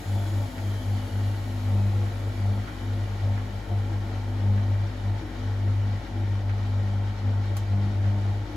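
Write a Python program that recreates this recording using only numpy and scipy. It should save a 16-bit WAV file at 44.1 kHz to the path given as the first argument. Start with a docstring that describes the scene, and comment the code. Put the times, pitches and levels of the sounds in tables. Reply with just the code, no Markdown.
"""A drain pump hums on 50 Hz mains, swelling with each gulp of water, amid churning, spray and rattles.
It empties a front-loading washing machine at the end of a spin, heard before its door in a small room.
The drum motor coasts down: shaft-locked tones fall in pitch and the hiss of its brushes fades.
Wet laundry booms in the tub as a narrow resonance; a relay snaps and the drum turns again.
Tones are summed cosines; water, brushes and snap are coloured noise."""
import sys
import numpy as np
from scipy import signal
from scipy.fft import rfft, irfft
from scipy.io import wavfile
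from scipy.ndimage import uniform_filter1d

SR = 44100
rng = np.random.default_rng(int(sys.argv[2]) if len(sys.argv) > 2 else 0)


def file_out(sig):
    """Save sig as 16-bit WAV at sys.argv[1]."""
    # one column per channel
    cols = np.atleast_2d(sig).T
    # limit, then scale
    lim = np.clip(cols, -1, 1)
    pcm = np.round(lim * 32767).astype(np.int16)
    wavfile.write(sys.argv[1], SR, pcm)


N = 377496
TIME = np.arange(N) / SR
BINS = np.fft.rfftfreq(N, 1 / SR)
MAINS_HZ = 50.01
MAINS_RAD = 2 * np.pi * MAINS_HZ * TIME

# Cabinet and hose resonances. Each row: frequency in Hz, width in Hz, lift in dB.
CABINET_RESONANCES = [(91.4, 21.6, 14.5), (336.4, 16, 7.5), (352.4, 8.9, 5.5), (430.5, 11, 6),
                      (561, 44, 8.5), (660, 9, 1), (703, 26, 7.5), (753, 8.8, 6), (834, 29, 6),
                      (913.5, 18, 8), (1050, 15, 9), (1090, 16, 7.5), (1360, 235, 6), (1810, 17, 2)]


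def gain_of(db):
    """Decibels to an amplitude factor."""
    return 10 ** (np.asarray(db) / 20)


def evened(x):
    """Scale to an rms of 1."""
    return x / np.sqrt(np.mean(abs(x) ** 2) + 1e-20)


def ease(x):
    """Smooth step from 0 to 1 as x goes from 0 to 1."""
    return np.sin(np.pi / 2 * np.clip(x, 0, 1)) ** 2


def swell(start_s, length_s, rise_s, fall_s):
    """Envelope that rises from start_s and falls once length_s has passed."""
    return ease((TIME - start_s) / rise_s) * ease(1 - (TIME - start_s - length_s) / fall_s)


def ring(start_s, t60_s):
    """Exponential decay of a blow at start_s, down 60 dB after t60_s."""
    age_s = np.maximum(TIME - start_s, 0)
    return (TIME >= start_s) * np.exp(-np.log(1000) * age_s / t60_s)


def read(points, hz):
    """Interpolate a spectrum table on a log-frequency axis."""
    point_hz, value = np.transpose(points)
    return np.interp(np.log(hz + 1), np.log(point_hz + 1), value)


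def lift_db(resonances, at_hz):
    """Summed lift of resonance peaks at each frequency."""
    return sum(db / (1 + (2 * (at_hz - hz) / width_hz) ** 2) for hz, width_hz, db in resonances)


def curves(rows):
    """Interpolate each column of a time table, sample by sample."""
    s, *columns = np.transpose(rows)
    return [np.interp(TIME, s, column) for column in columns]


def wander(rate_hz):
    """Slow complex noise of about unit rms with a Gaussian spectrum about rate_hz wide."""
    points, end_s = 8192, TIME[-1]
    hz = np.fft.fftfreq(points, end_s / points)
    noise = rng.standard_normal((points, 2)) @ [1, 1j]
    slow = np.fft.ifft(np.fft.fft(noise) * np.exp(-(hz / rate_hz) ** 2 / 2))
    return np.interp(TIME, np.linspace(0, end_s, points), evened(slow))


def spread(pair, colour_db, ripple_db=3.5, ripple_hz=24):
    """Colour two unrelated signals; the room leaves the bass alike at both ears and the treble diffuse."""
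    # Each row: frequency in Hz, correlation between the ears.
    ear_likeness = [(60, 1), (130, .99), (290, .9), (640, .5), (1400, .33), (3100, .37), (7000, .22),
                    (9000, 0), (16000, 0)]
    a, b = rfft(pair)
    same = np.clip(read(ear_likeness, BINS), -1, 1)
    mid, side = np.sqrt(1 + same) * a, np.sqrt(1 - same) * b
    # fine, fixed peaks and notches from reflections, different at each ear, strongest in the treble
    width_bins = int(ripple_hz / BINS[1]) + 1
    comb = evened(uniform_filter1d(rng.standard_normal((2, len(BINS))), width_bins))
    comb_db = ripple_db * comb * BINS ** 2 / (BINS ** 2 + 800 ** 2)
    out = irfft(np.array([mid + side, mid - side]) * gain_of(colour_db + comb_db), N)
    return out / out.mean(0).std()


def pump_load():
    """Each gulp fills the pump, holds and drains; the buzz gain falls faster as it needs a full pump."""
    # Gulps of water. 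Each row: start in s, length in s, filling in s, emptying in s,
    # hum level in dB, buzz level in dB before the buzz trim.
    gulps = [(-0.021, 0.158, 0.169, 0.221, -21.5, -44), (0.197, 0.171, 0.194, 0.2, -21.9, -45.5),
             (0.486, 0.157, 0.21, 0.31, -23.5, -48.5), (0.819, 0.11, 0.078, 0.265, -23, -44.8),
             (1.086, 0.17, 0.102, 0.174, -22, -43.5), (1.29, 0.328, 0.16, 0.128, -26.6, -54.2),
             (1.6, 0.261, 0.17, 0.144, -20, -37.0), (1.894, 0.155, 0.08, 0.14, -23.1, -49),
             (2.098, 0.181, 0.093, 0.074, -27, -57), (2.23, 0.29, 0.246, 0.203, -22, -41),
             (2.724, 0.304, 0.2, 0.056, -25.0, -51.9), (3.011, 0.111, 0.11, 0.149, -26.2, -46.9),
             (3.157, 0.143, 0.112, 0.258, -22.0, -43), (3.377, 0.15, 0.212, 0.21, -28.8, -44.7),
             (3.647, 0.095, 0.081, 0.197, -22.5, -40.4), (3.769, 0.169, 0.188, 0.23, -23.3, -47.1),
             (4.003, 0.34, 0.182, 0.082, -27, -72), (4.299, 0.264, 0.19, 0.148, -20, -37.0),
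             (4.594, 0.131, 0.14, 0.332, -21.5, -43.5), (4.918, 0.186, 0.18, 0.16, -22.6, -45.1),
             (5.22, 0.582, 0.286, 0.31, -24.5, -54), (5.578, 0.096, 0.142, 0.115, -26.5, -36.5),
             (5.738, 0.234, 0.059, 0.056, -32.5, -45), (6.023, 0.323, 0.189, 0.253, -23.6, -46),
             (6.405, 0.22, 0.141, 0.27, -23.6, -50.5), (6.677, 0.29, 0.15, 0.33, -22.6, -43.9),
             (7.129, 0.245, 0.175, 0.143, -22.0, -44), (7.41, 0.183, 0.112, 0.167, -24.5, -49),
             (7.634, 0.14, 0.131, 0.361, -20.5, -37.5), (7.917, 0.178, 0.169, 0.218, -20.5, -36),
             (8.145, 0.202, 0.14, 0.194, -23.8, -45.5)]
    load, buzz = 0, 0
    for start_s, length_s, fill_s, empty_s, hum_db, buzz_db in gulps:
        gulp = swell(start_s, length_s, fill_s, empty_s)
        load = load + gain_of(hum_db) * gulp
        buzz = buzz + gain_of(buzz_db) * gulp ** 2
    return load, buzz


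def pump_hum(load, swell_db, angle, waver_hz=3.45, tremble_db=0.8, tremble_hz=9, thrum_rad=0.75):
    """The magnet rotor throbs at twice the mains, nearly opposed to the stator's steady hum at light load."""
    # Steady harmonics. Each row: multiple of the mains, level in dB at usual load,
    # dB gained per dB of load, unsteady share.
    harmonics = [(3, -55.5, 0.2, 0.91), (6, -59, -0.9, 0.92), (8, -61.5, 0.1, 0.87),
                 (9, -58.5, -0.07, 0.65), (10, -61, 0.5, 0.43), (12, -60.5, 1.2, 0.98),
                 (14, -65.5, 2.2, 0.77), (16, -65.5, 1.5, 0.16)]
    # Unbalanced rotor, once a turn. Each row: time in s, level in dB at usual load.
    thrum_levels = [(0, -41), (1.3, -39), (2.5, -37.5), (4.5, -37), (8.56, -38)]
    stator_db, stator_rad = -36.5, 2.59
    tremble = gain_of(tremble_db * wander(tremble_hz).real)
    out = load * tremble * np.cos(2 * angle)
    out += gain_of(stator_db) * np.cos(2 * MAINS_RAD + stator_rad)
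    thrum_db, = curves(thrum_levels)
    out += gain_of(thrum_db + 0.16 * swell_db) * np.cos(angle + thrum_rad)
    for order, db, follow, unsteady in harmonics:
        waver = evened(1 - min(unsteady, 1) + unsteady * wander(waver_hz))
        tone = waver * np.exp(1j * round(order) * MAINS_RAD)
        out += gain_of(db + follow * swell_db) * tone.real
    return np.sqrt(2) * out


def rotor_buzz(buzz, angle, buzz_trim_db=0.3, buzz_loose=0.36, idle_buzz_db=-52.5, idle_loose=0.99,
               idle_rattle_db=-51, rattle_loose=0.63, rattle_drift_rad=0.88, drift_hz=3.3,
               rise_s=0.041, fall_s=0.13):
    """The rotor has play: under load it knocks its stop, flattening hum crests into a fourth-harmonic buzz.
    In spells it rattles at the fifth harmonic, drifting in and out of step."""
    # Each row: start in s, length in s, level in dB before the idle rattle is added.
    rattles = [(0.454, 0.1, -47.5), (0.777, 0.46, -45.5), (1.442, 0.3, -44.5), (1.95, 0.43, -47),
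               (2.787, 0.2, -45), (3.25, 0.21, -57), (4.044, 0.28, -44), (4.587, 0.065, -45),
               (4.878, 0.13, -44.5), (5.354, 0.091, -39.5), (6.086, 0.048, -41.5), (6.418, 0.28, -47.5),
               (7.214, 0.064, -40.5)]
    loaded = gain_of(buzz_trim_db) * buzz * evened(1 + buzz_loose * wander(drift_hz))
    idle = gain_of(idle_buzz_db) * evened(1 + idle_loose * wander(drift_hz))
    fourth = loaded + idle
    spells = sum(gain_of(db) * swell(s, length_s, rise_s, fall_s) for s, length_s, db in rattles)
    unsteady = evened(1 - rattle_loose + rattle_loose * wander(drift_hz))
    fifth = spells + gain_of(idle_rattle_db) * unsteady
    fifth = fifth * np.exp(1j * rattle_drift_rad * wander(drift_hz).real)
    return np.sqrt(2) * (fifth * np.exp(5j * angle) - fourth * np.exp(4j * angle)).real


def chop(depth):
    """The impeller throws water in spurts, once, twice and six times a turn."""
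    spurts = np.cos(MAINS_RAD) + .8 * np.cos(2 * MAINS_RAD + 1) + .6 * np.cos(6 * MAINS_RAD)
    return evened(np.exp(depth * spurts))


def churn(extra_db=0, depth=.18):
    """Water beaten by the impeller booms through hose and cabinet: chopped, coloured noise."""
    # Each row: frequency in Hz, relative density in dB per Hz.
    churn_spectrum = [(20, -39), (45, 0), (62, -1.5), (80, -0.5), (120, -2.5), (190, 0.5), (224, 0),
                      (280, 0.5), (340, -2), (385, -8), (600, -8), (900, -6), (990, -17), (1300, -19.5),
                      (3000, -71)]
    drive = rng.standard_normal((2, N)) * chop(depth)
    return spread(drive, read(churn_spectrum, BINS) + lift_db(CABINET_RESONANCES, BINS) + extra_db)


def water(fill, churn_db=-41.0, fill_db=1.5, slosh_db=0.0, slosh_hz=5,
          gush_trim_db=-1, gush_low_hz=430, gush_chop=0.13, gush_rise_s=0.024, gush_fall_s=0.088):
    """Churning grows as the pump fills; gushes into the impeller add brighter bursts that ring the hose."""
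    # Each row: start in s, length in s, level in dB before the gush trim.
    gushes = [(0.135, 0.085, -43), (0.33, 0.099, -45.5), (0.562, 0.09, -48.5), (1.663, 0.12, -43.5),
              (1.87, 0.074, -50), (2.43, 0.11, -46), (3.206, 0.09, -47), (3.674, 0.046, -42),
              (3.87, 0.065, -46), (4.38, 0.073, -48), (4.52, 0.07, -48), (5.06, 0.081, -46.5),
              (7.24, 0.079, -45), (7.717, 0.08, -47), (7.93, 0.06, -51), (8.217, 0.1, -47)]
    # Drain hose ringing. Each row: frequency in Hz, width in Hz, lift in dB.
    hose = [(708, 24, 6), (813, 20, 5), (920, 26, 4.5)]
    gush = sum(gain_of(db + gush_trim_db) * swell(s, length_s, gush_rise_s, gush_fall_s)
               for s, length_s, db in gushes)
    highpass = signal.butter(2, gush_low_hz, "highpass", fs=SR, output="sos")
    bright = signal.sosfilt(highpass, churn(lift_db(hose, BINS)))
    level_db = churn_db + fill_db * fill + slosh_db * wander(slosh_hz).real
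    return gain_of(level_db) * churn() + gush * evened(bright * chop(gush_chop))


def bubbles(per_s=2600, size_db=1.7, cycles=5, count=24):
    """Many small bubbles, each a few dying cycles at one of count pitches."""
    out, age_s = np.zeros((2, N)), TIME[:SR // 30]
    for hz in np.geomspace(1000, 6000, count):
        pop_count = int(per_s * TIME[-1] / count)
        where, size, left = rng.random((4000, 3))[:pop_count].T
        pop_gain = gain_of(size_db * np.minimum(-np.log(size), 4))
        pops = np.zeros((2, N))
        pops[:, (where * N).astype(int)] = pop_gain * np.sqrt([left, 1 - left])
        ring_out = np.sqrt(hz) * np.exp(-age_s * hz / cycles) * np.sin(2 * np.pi * hz * age_s)
        out += signal.oaconvolve(pops, ring_out[None], axes=1)[:, :N]
    return evened(out)


def spray(spray_db=-47.0, depth=0.02, froth=0.38, body_splutter_db=0.86, fizz_splutter_db=1.02,
          splutter_hz=8):
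    """Air and water mix in the pump: hiss with bursting bubbles, its treble spluttering a little more."""
    # Spray, then its finest fizz. Each row: frequency in Hz, relative density in dB per Hz.
    spray_spectrum = [(300, 1.5), (900, 1), (1150, -5.5), (1400, -1.5), (1950, 2.5), (2100, -5), (2300, 2),
                      (2600, -8), (3100, -2), (3400, -4.5), (3900, -6), (5300, -10), (5900, -12)]
    fizz_spectrum = [(7500, -18.5), (9300, -23), (12500, -29.5), (14500, -36.5), (16000, -44)]
    drive = (rng.standard_normal((2, N)) + froth * bubbles()) * chop(depth)
    colour_db = read(spray_spectrum + fizz_spectrum, BINS) + lift_db(CABINET_RESONANCES, BINS)
    hiss = spread(drive, colour_db)
    body = signal.sosfiltfilt(signal.butter(2, 2600, fs=SR, output="sos"), hiss)
    fizz = hiss - body
    splutter = wander(splutter_hz).real
    mix = body * gain_of(body_splutter_db * splutter) + fizz * gain_of(fizz_splutter_db * splutter)
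    return gain_of(spray_db) * mix


def spits(width_hz=950, t60_s=0.2):
    """Slugs of water slap the pump housing and ring briefly: decaying band-passed noise."""
    # Each row: time in s, starting level in dB, pitch in Hz.
    slugs = [(0.58, -45, 1760), (2.062, -46, 1450), (2.675, -39, 1510), (3.376, -41.5, 1480),
             (4.576, -43, 1350), (6.495, -42, 1600), (8.039, -43, 1470)]
    out = np.zeros((2, N))
    for s, db, hz in slugs:
        band_hz = [hz - width_hz / 2, hz + width_hz / 2]
        housing = signal.butter(2, band_hz, "bandpass", fs=SR, output="sos")
        slap = signal.sosfilt(housing, rng.standard_normal((2, N)))
        out += gain_of(db) * evened(slap) * ring(s, t60_s)
    return out


def booms(tub_hz=326, width_hz=19, rise_s=0.066, fall_s=0.086):
    """Slumping laundry sets one narrow resonance of the tub going."""
    # Each row: start in s, length in s, level in dB.
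    slumps = [(0.19, 0.12, -48), (1.66, 0.07, -47.5), (3.85, 0.18, -45), (5.16, 0.16, -47.5),
              (5.96, 0.2, -48), (8.41, 0.14, -49)]
    level = sum(gain_of(db) * swell(s, length_s, rise_s, fall_s) for s, length_s, db in slumps)
    return np.sqrt(2) * level * (wander(width_hz) * np.exp(2j * np.pi * tub_hz * TIME)).real


def motor_whine(speed, fade=0.68, flutter=.6, flutter_hz=7):
    """Shaft-locked tones sink and fade; each surfaces as it sweeps through a resonance of the frame."""
    # Imbalance, bearing, rotor slot and commutator tones: multiples of the shaft speed.
    orders = [2, 4.61, 4.9, 24, 26, 36, 38, 48, 50]
    # Their levels in dB at top speed, away from resonance.
    orders_db = [-57, -66.5, -61, -67, -73, -74.5, -77, -74.5, -77]
    # Motor frame and tub. Each row: frequency in Hz, width in Hz, lift in dB.
    frame = [(277, 14, 10), (455, 22, 6), (497, 22, 10.5), (550, 24, 3), (655, 34, 11), (2245, 100, 5),
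             (2530, 60, 5.5), (2700, 70, 5), (2825, 40, 7), (2965, 95, 9.5), (3110, 130, 12),
             (3390, 120, 8), (3490, 70, 4), (4430, 340, 13), (5400, 220, 6), (6800, 650, 9)]
    angle = 2 * np.pi * np.cumsum(speed) / SR
    out = np.zeros((2, N))
    for order, db in zip(orders, orders_db):
        # uneven running smears the high orders most
        direct = 1 + order / 70 * wander(order * .7)
        tone = gain_of(db + lift_db(frame, order * speed)) * np.exp(1j * order * angle)
        for ear in range(2):
            # room modes make the tone flutter, differently at each ear
            out[ear] += (tone * evened(direct + flutter * wander(flutter_hz))).real
    return np.sqrt(2) * out * (speed / speed.max()) ** fade


def brushes(speed, repeating=0.4):
    """Carbon brushes hiss on the commutator; part of the scraping repeats with every turn."""
    # Each row: shaft speed in turns per second, hiss level in dB.
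    brush_levels = [(0, -67), (40, -65), (80, -61.5), (115, -57.5), (148, -54.5)]
    # Each row: frequency in Hz, relative density in dB per Hz.
    brush_spectrum = [(1000, -18), (2200, 0), (3100, 2), (4500, 0), (6000, -1.5), (7000, .5), (8500, -2.5),
                      (12400, -4), (14000, -6), (15500, -10), (16400, -24)]
    # Brush holder ringing. Each row: frequency in Hz, width in Hz, lift in dB.
    holders = [(10950, 600, 5), (12200, 900, 5)]
    fine = signal.resample(rng.standard_normal((2, 256)), 8192, axis=1)  # surface round one turn
    turn = np.cumsum(speed) / SR % 1
    scrape = fine[:, (turn * fine.shape[1]).astype(int)] * speed / speed.max()
    drive = rng.standard_normal((2, N)) + repeating * scrape
    hiss = spread(drive, read(brush_spectrum, BINS) + lift_db(holders, BINS))
    return hiss * gain_of(np.interp(speed, *np.transpose(brush_levels)))


def relay(rise_s=0.0017, snap_t60_s=0.045, room_t60_s=0.19, room_db=-10,
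          panel_hz=1120, panel_peak_db=-42.5, panel_t60_s=0.12):
    """The motor relay closes and bounces: a ringing noise snap, a panel tone and the small room's tail."""
    # Each row: time in s, level in dB before the room tail is added.
    contacts = [(7.5666, -36), (7.5735, -46), (7.586, -55)]
    # Each row: frequency in Hz, relative density in dB per Hz.
    snap_spectrum = [(500, -15), (1120, 8), (2000, 0), (3000, 3), (4500, 2.5), (5600, 0), (7000, -4),
                     (8500, -5), (11300, -5.5), (13000, -5), (14500, -7.5), (16400, -17)]
    # Armature and case ringing. Each row: frequency in Hz, width in Hz, lift in dB.
    case_rings = [(6330, 330, 12), (7600, 400, 8), (9500, 700, 7), (12850, 700, 10)]
    power = 0
    for s, db in contacts:
        tail = gain_of(room_db) * ring(s, room_t60_s)
        power = power + gain_of(db) ** 2 * (ring(s, snap_t60_s) ** 2 + tail ** 2)
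    close_s = contacts[0][0]
    colour_db = read(snap_spectrum, BINS) + lift_db(case_rings, BINS)
    noise = spread(rng.standard_normal((2, N)), colour_db)
    snap = np.sqrt(power) * ease((TIME - close_s) / rise_s) * noise
    panel = gain_of(panel_peak_db) * ring(close_s, panel_t60_s) * np.sin(2 * np.pi * panel_hz * TIME)
    return snap + panel


def drive_hum(hum_db=-51.5, start_s=7.6, rise_s=0.15, waver=0.34):
    """Once the relay has closed, the motor windings hum on the sixth harmonic of the mains."""
    tone = evened(1 + waver * wander(3)) * np.exp(6j * MAINS_RAD)
    return np.sqrt(2) * gain_of(hum_db) * ease((TIME - start_s) / rise_s) * tone.real


def scene():
    """Pump, water, tub, motor and relay together."""
    # Drum motor. Each row: time in s, speed in turns per second.
    shaft = [(0, 148.0), (1, 124.4), (2, 101.6), (3, 79.6), (5, 38), (6.8, 0), (7.85, 0), (8.2, 11),
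             (8.56, 12)]
    dry_db = -42  # load left when the pump runs dry
    lag_rad = 4.3  # rotor's lag behind the mains per unit of load
    load, buzz = pump_load()
    load_db = 20 * np.log10(load + gain_of(dry_db))
    swell_db = load_db - np.median(load_db)
    fill = gain_of(swell_db) - 1  # 0 at the usual load, lower when emptier
    angle = MAINS_RAD - lag_rad * load  # of the pump rotor
    speed, = curves(shaft)
    pump = pump_hum(load, swell_db, angle) + rotor_buzz(buzz, angle)
    pump = pump + water(fill) + spray() + spits()
    return pump + booms() + motor_whine(speed) + brushes(speed) + relay() + drive_hum()


def record(dry, alike_hz=6200, in_step_hz=7000, lag_s=.000241, edge_hz=15900):
    """Deep bass is cut, the left-right balance varies with frequency and the band is limited.
    The top treble is nearly the same in both channels, a little later on the left."""
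    # Each row: frequency in Hz, left minus right in dB.
    lean = [(60, 4.5), (110, 1), (200, 2), (380, 4.5), (700, 3.5), (1290, -0.5), (2380, -4), (4400, 3),
            (8120, 1.5), (15000, 1)]
    lean_db = read(lean, BINS) / 2
    bass_cut = BINS ** 4 / np.hypot(BINS ** 4, 32 ** 4)
    left, right = rfft(dry) * bass_cut
    # crossfade 1 kHz wide: above it the left is the right, later by lag_s, in phase at in_step_hz
    alike = ease((BINS - alike_hz) / 1000 + .5)
    late = right * np.exp(-2j * np.pi * (BINS - in_step_hz) * lag_s)
    left = np.sqrt(1 - alike ** 2) * left + alike * late
    heard = irfft(np.array([left, right]) * gain_of([lean_db, -lean_db]), N)
    lowpass = signal.firwin(511, edge_hz, window=("kaiser", 9), fs=SR)
    return signal.oaconvolve(heard, lowpass[None], "same")


dry = scene()
out = record(dry)
file_out(out)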